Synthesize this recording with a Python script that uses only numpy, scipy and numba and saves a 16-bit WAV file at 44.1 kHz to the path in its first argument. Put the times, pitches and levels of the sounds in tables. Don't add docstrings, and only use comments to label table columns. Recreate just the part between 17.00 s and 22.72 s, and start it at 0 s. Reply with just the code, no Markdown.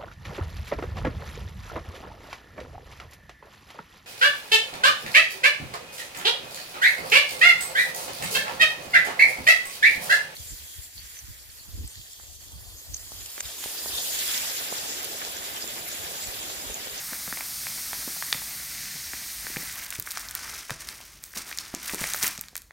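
import sys
import numpy as np
from scipy import signal
from scipy.fft import rfft, irfft
from scipy.io import wavfile
from numba import njit

SR = 44100
rng = np.random.default_rng(int(sys.argv[2]) if len(sys.argv) > 2 else 0)


def output_pcm(signal):
    pcm = np.clip(np.atleast_2d(signal).T, -1, 1) * 32767
    wavfile.write(sys.argv[1], SR, np.round(pcm).astype(np.int16))


N = 252472
T = np.arange(N) / SR


def undb(db):
    return 10 ** (np.asarray(db) / 20)


def unit(x):
    return x / np.sqrt(np.mean(x ** 2))


def curves(table):
    times, *columns = np.transpose(table)
    return [np.interp(T, times, column) for column in columns]


def colour(x, response):
    hz, db = np.transpose(response)
    size = 4096
    bin_hz = np.arange(size // 2 + 1) * SR / size
    log_gain = np.log(undb(np.interp(np.log(bin_hz + 1), np.log(hz), db)))
    cepstrum = irfft(log_gain)[:size // 2]
    cepstrum[1:] *= 2
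    impulse_response = irfft(np.exp(rfft(cepstrum, size)))
    return signal.fftconvolve(x, impulse_response)[:len(x)]


def passband(x, hz, kind, order=2):
    return signal.sosfilt(signal.butter(order, hz, kind, fs=SR, output="sos"), x)


@njit
def resonance(x, hz, width_hz):
    y, band_state, low_state = np.empty(len(x)), 0., 0.
    for i in range(len(x)):
        step, damping = np.tan(np.pi * hz[i] / SR), width_hz / hz[i]
        band = (band_state + step * (x[i] - low_state)) / (1 + step * (step + damping))
        band_state = 2 * band - band_state
        low_state += 2 * step * band
        y[i] = damping * band
    return y


def mode(drive, hz, width_hz):
    centre = np.full(N, hz, dtype=float)
    return unit(resonance(resonance(drive, centre, width_hz), centre, width_hz))


def walk(rate):
    steps = rng.standard_normal(N // 10)
    return 1.2 * np.interp(T * rate, np.arange(len(steps)), steps)


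def impacts(rate, spread_db):
    hit = rng.random(N) < rate / SR
    strength = undb(spread_db * np.minimum(rng.exponential(size=N), np.log(60)))
    return unit(hit * strength * rng.choice([-1, 1], N))


def add(track, start_s, sound):
    i = int(np.clip(start_s * SR, 0, N - 1))
    track[i:i + len(sound)] += sound[:N - i]


def brighten(x, body_db, top_db, split_hz):
    bin_hz = np.arange(N // 2 + 1) * SR / N
    top = irfft(rfft(x) / (1 + (split_hz / (bin_hz + 1)) ** 10), N)
    return unit(x - top) * undb(body_db) + unit(top) * undb(top_db)


def stream(hiss_db, spray_db):
    # f/Hz, level/dB
    impact_spectrum = [(1500, -39), (2500, -4.5), (3200, -1.5), (4200, 5), (5500, 6.5), (6600, 5.5),
                       (7500, 1.5), (8500, 3.5), (9600, 3), (10450, -2), (11300, 0.5), (13000, 2.5),
                       (15800, -3)]
    grains = impacts(rate=22000, spread_db=1.9) * undb(.3 * walk(rate=35))
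    thud = mode(grains, hz=150, width_hz=190)
    hiss = brighten(colour(grains, impact_spectrum), hiss_db, spray_db, split_hz=8370)
    return hiss + thud * undb(hiss_db - 19 + 2 * walk(rate=10))


def slide():
    # f/Hz, level/dB
    wall_spectrum = [(60, -13), (170, -6), (300, -10), (470, -17.5), (680, -5.5), (900, -7.5), (1250, -4),
                     (1750, -1.5), (2250, -0.5), (2800, -12), (4000, -15), (8000, -50)]
    # t/s, f/Hz, level/dB relative to the drumming
    wall_ring = [(0, 2100, -16), (1.8, 2050, 2), (2.6, 1960, 0), (3.4, 1490, 1.5), (3.9, 1340, -24),
                 (4.9, 1840, -3)]
    # t/s, lift (0 to 1)
    bag_lift = [(3.1, 0), (3.5, 0.7), (4.65, 0.8), (4.9, 0.34)]
    ring_hz, ring_db = curves(wall_ring)
    lift, = curves(bag_lift)
    drumming = impacts(rate=4000, spread_db=2.4) * undb(1.6 * walk(rate=60))
    ring = mode(impacts(rate=4000, spread_db=6), ring_hz, width_hz=1040)
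    hollow = mode(rng.standard_normal(N), hz=320, width_hz=300)
    return unit(colour(drumming, wall_spectrum)) + undb(ring_db) * ring + lift * undb(-11) * hollow


def room(x, wet_db=-14, t60_s=0.4, dull_hz=8000):
    t = np.arange(SR // 2) / SR
    tail = rng.standard_normal(len(t)) * undb(-60 * t / t60_s) * (t > .003)
    tail = passband(tail, dull_hz, "low", order=1)
    return x + undb(wet_db) * signal.fftconvolve(x, tail / np.linalg.norm(tail))[:N]


def kitchen(mains_hz=50):
    # f/Hz, level/dB
    air_spectrum = [(20, -40), (33, -12), (46, 12), (70, 5.5), (130, -3), (250, -8.5), (500, -17),
                    (1500, -22.5), (6000, -36), (16000, -26)]
    air_db, hum_db = -57 + 1.5 * walk(rate=7), -71 + 2 * walk(rate=5)
    air = unit(colour(rng.standard_normal(N), air_spectrum))
    return undb(air_db) * air + undb(hum_db) * np.sin(2 * np.pi * mains_hz * T)


def flops(decay_cycles=0.89, sag=0.46, scuff_db=-7):
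    # t/s, level/dB, mid-glide f/Hz
    wall_swings = [(.124, -34.5, 258), (.278, -33, 211), (.327, -35.5, 264), (.408, -26.5, 935),
                   (.931, -26, 955), (1.076, -30, 265), (1.166, -32, 885), (1.349, -36, 151),
                   (1.419, -31, 950), (2.137, -38.5, 300), (1.954, -40.5, 161), (2.445, -43, 171),
                   (2.501, -38.5, 294), (2.567, -28.5, 175), (2.63, -39.5, 337), (2.987, -35.5, 120),
                   (3.705, -23.5, 810), (3.712, -31.5, 134), (4.004, -38, 800), (4.368, -36.5, 240),
                   (4.74, -27.5, 263), (4.935, -29.5, 234), (4.946, -25, 445), (5.013, -28.5, 180),
                   (5.03, -33.5, 130), (5.144, -42, 710), (5.236, -33.5, 230), (5.385, -37.5, 190),
                   (5.53, -48.5, 259)]
    out, t = np.zeros(N), np.arange(4096) / SR
    for start_s, db, hz in wall_swings:
        age = t * hz / decay_cycles
        swing = (1 - np.exp(-5 * age)) * np.exp(-age)
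        glide_hz = hz * (1 + sag * (np.exp(-age) - .5))
        tone = np.sin(2 * np.pi * np.cumsum(glide_hz) / SR)
        scuff = unit(passband(rng.standard_normal(len(t)), [hz * 0.075, hz * 3.7], "band"))
        add(out, start_s, undb(db) * swing / swing.max() * (tone + undb(scuff_db) * scuff))
    return out


def snaps(kick_cycles=0.53, overtone_ratio=1.444, crack_db=-5, shiver_db=-20, shiver_s=0.0035):
    # t/s, level/dB, facet f/Hz
    bucklings = [(0.1326, -27, 1530), (.277, -28.5, 1250), (.326, -20, 1800), (0.373, -22, 2100),
                 (.408, -22, 2070), (0.6688, -20.5, 2210), (.9315, -24.5, 1590), (1.2243, -16.5, 1670),
                 (1.3274, -6, 3460), (1.329, -17, 2480), (1.3457, -22, 2160), (2.134, -25, 1740),
                 (2.468, -21.5, 1780), (2.5614, -23, 1760), (2.569, -20.5, 2400), (2.905, -16, 6900),
                 (2.9254, -23.5, 2740), (2.9564, -26, 2650), (2.9983, -9.5, 12300), (3.0245, -17, 7450),
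                 (3.074, -26, 1580), (3.1076, -20, 5160), (3.112, -12.5, 8500), (3.1184, -15, 8840),
                 (3.1727, -17, 4670), (3.1734, -20, 1530), (3.2868, -22, 5100), (3.3108, -19, 8600),
                 (3.3517, -11.5, 11800), (3.6963, -17, 1750), (3.706, -15.5, 7000), (3.7064, -17, 1820),
                 (3.8885, -16, 4930), (4.2389, -21.5, 7450), (4.3372, -33.5, 1750), (4.514, -23, 1710),
                 (4.527, -23, 2330), (4.5748, -13.5, 6600), (4.5865, -10.5, 5300), (4.749, -13, 6340),
                 (4.896, -17.5, 2610), (4.9457, -13, 9250), (5.019, -26, 1700), (5.0405, -17.5, 1800),
                 (5.136, -8, 6200), (5.1456, -19, 1320), (5.2285, -8.5, 5660), (5.2343, -9, 9100),
                 (5.244, -15.5, 1900), (5.258, -11, 9500), (5.2692, -8, 7430), (5.2785, -5, 11600),
                 (5.3778, -17.5, 6000), (5.3932, -27, 4600), (5.4116, -14, 12300), (5.4383, -31, 2400),
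                 (5.4846, -27, 4220), (5.5548, -16.5, 7200), (5.556, -27.5, 1700), (5.5657, -14, 12700),
                 (5.578, -17, 9700), (5.6195, -26.5, 8550), (5.7082, -33.5, 1840)]
    # f/Hz, level/dB
    snap_colour = [(600, -2), (1200, -2), (2300, 1), (2850, -5.5), (3600, 0.5), (6000, -0.5), (9000, 1),
                   (10500, -1), (13000, 3.5)]
    out, t = np.zeros(N), np.arange(1024) / SR
    for start_s, db, hz in bucklings:
        crack, shiver = rng.standard_normal((2, len(t)))
        low_hz, high_hz = hz * 0.21, min(hz * 1.55, SR * 3 / 7)
        ring_s = 0.0018 * (1000 / hz) ** 1.24
        kick = np.exp(-hz * t / kick_cycles)
        swing = (1 - np.exp(-3 * hz * t)) * (kick + np.exp(-t / ring_s))
        swing /= swing.max()
        crack = unit(swing * passband(crack, [low_hz, high_hz], "band")) * np.sqrt(np.mean(swing ** 2))
        ring = np.sin(2 * np.pi * hz * t) - undb(-10) * np.sin(2 * np.pi * hz * overtone_ratio * t)
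        facet = passband(swing * ring + undb(crack_db) * crack, low_hz, "high")
        sheet = np.exp(-t / shiver_s) * unit(passband(shiver, [min(low_hz, 1300), high_hz], "band"))
        add(out, start_s, undb(db) * (facet + undb(shiver_db) * sheet))
    return colour(out, snap_colour)


def jolts(attack_s=0.024, crackle_decay_ratio=1.35):
    # t/s, hold/s, decay/(dB/s), level/dB, crackle offset/dB
    bag_jolts = [(2.606, 0.25, 120, -42.5, -0.5), (2.928, 0.012, 128, -43, -1),
                 (3.062, 0.09, 122, -46, 0.5), (3.158, .03, 50, -42.5, -4.5), (3.28, .01, 110, -53.5, 6),
                 (3.353, 0.11, 60, -43, -10), (3.474, 0.11, 67, -43.5, -6), (3.705, 0.0069, 140, -43, -15),
                 (3.809, 0.016, 142, -43, -10), (3.883, .02, 41, -44.5, -5), (4.24, 0.014, 60, -54.5, 5),
                 (4.367, .018, 210, -36, -4), (4.469, 0.024, 80, -43, -6), (4.598, 0.05, 55, -45.5, -10),
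                 (4.737, 0.014, 48, -45.5, -19), (4.829, .03, 60, -42, -2), (4.887, 0.042, 108, -40.5, -1),
                 (4.997, 0.076, 78, -35, -4.5), (5.13, 0.074, 107, -44, 4), (5.226, 0.025, 148, -32, -1.5),
                 (5.428, 0.0073, 78, -57.5, -14), (5.57, 0.01, 109, -63, -5)]
    rustle_power, crackle_power = 1e-12, 1e-12
    for start_s, hold_s, decay_db_per_s, db, bright_db in bag_jolts:
        swell = np.clip(1 + (T - start_s) / attack_s, 0, 1)
        fall_db = decay_db_per_s * np.maximum(T - start_s - hold_s, 0)
        rustle_power += (swell * undb(db - fall_db)) ** 2
        crackle_power += (swell * undb(db + bright_db - crackle_decay_ratio * fall_db)) ** 2
    return 10 * np.log10(rustle_power), 10 * np.log10(crackle_power)


def rustle(rustle_db, crackle_db):
    # f/Hz, level/dB
    film_spectrum = [(1500, -16), (2500, -0.5), (3200, -2.5), (4400, 2.5), (5900, 7), (7600, -0.5),
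                     (8900, 4.5), (10400, 2), (11500, 8), (13800, 10), (15800, 13)]
    spurts = undb(3.24 * walk(rate=150))
    trickle = impacts(rate=9000, spread_db=2.2) + .35 * impacts(rate=400, spread_db=3)
    return brighten(colour(trickle * spurts, film_spectrum), rustle_db, crackle_db, split_hz=10530)


def crinkle(rustle_db, crackle_db, slide_db):
    out = np.zeros(N)
    levels_db = np.repeat([slide_db - 6, rustle_db - 10, crackle_db - 2], 2, axis=0)
    for hz, db in zip(np.geomspace(1300, 13500, num=6), levels_db):
        ticks = impacts(rate=140, spread_db=2.6)
        centre = np.full(N, hz)
        ring = resonance(resonance(ticks, centre, 0.76 * hz), centre, 0.77 * hz)
        out += unit(ring) * undb(db)
    return out


def scene(stream_end_s=2.63, fade_s=0.24):
    # t/s, hiss level/dB, finest spray level/dB, sliding grain level/dB
    pour = [(0.0, -40.5, -36.7, -43.7), (0.4, -41, -36, -48.5), (0.71, -38, -35.5, -46.5),
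            (1.27, -40, -36, -48.5), (1.58, -41, -37.5, -49), (1.9, -39.5, -40.5, -49),
            (2.41, -41.5, -38.7, -50.5), (2.7, -40, -37.5, -43.5)]
    hiss_db, spray_db, full_slide_db = curves(pour)
    rustle_db, crackle_db = jolts()
    empty_slide_db = rustle_db - 6
    flow = np.clip(.5 - (T - stream_end_s) / fade_s, 0, 1)
    wall_gain = flow * undb(full_slide_db) + (1 - flow) * undb(empty_slide_db)
    grain = np.sqrt(flow) * stream(hiss_db, spray_db) + wall_gain * slide()
    film = rustle(rustle_db, crackle_db) + crinkle(rustle_db, crackle_db, empty_slide_db)
    bag = np.sqrt(1 - flow) * film + snaps() + flops()
    return np.tile(room(grain + bag) + kitchen(), (2, 1))


def record(dry):
    top_hz = 15900
    return signal.sosfilt(signal.ellip(10, .2, 70, top_hz, fs=SR, output="sos"), dry)


dry = scene()
out = record(dry)
output_pcm(out)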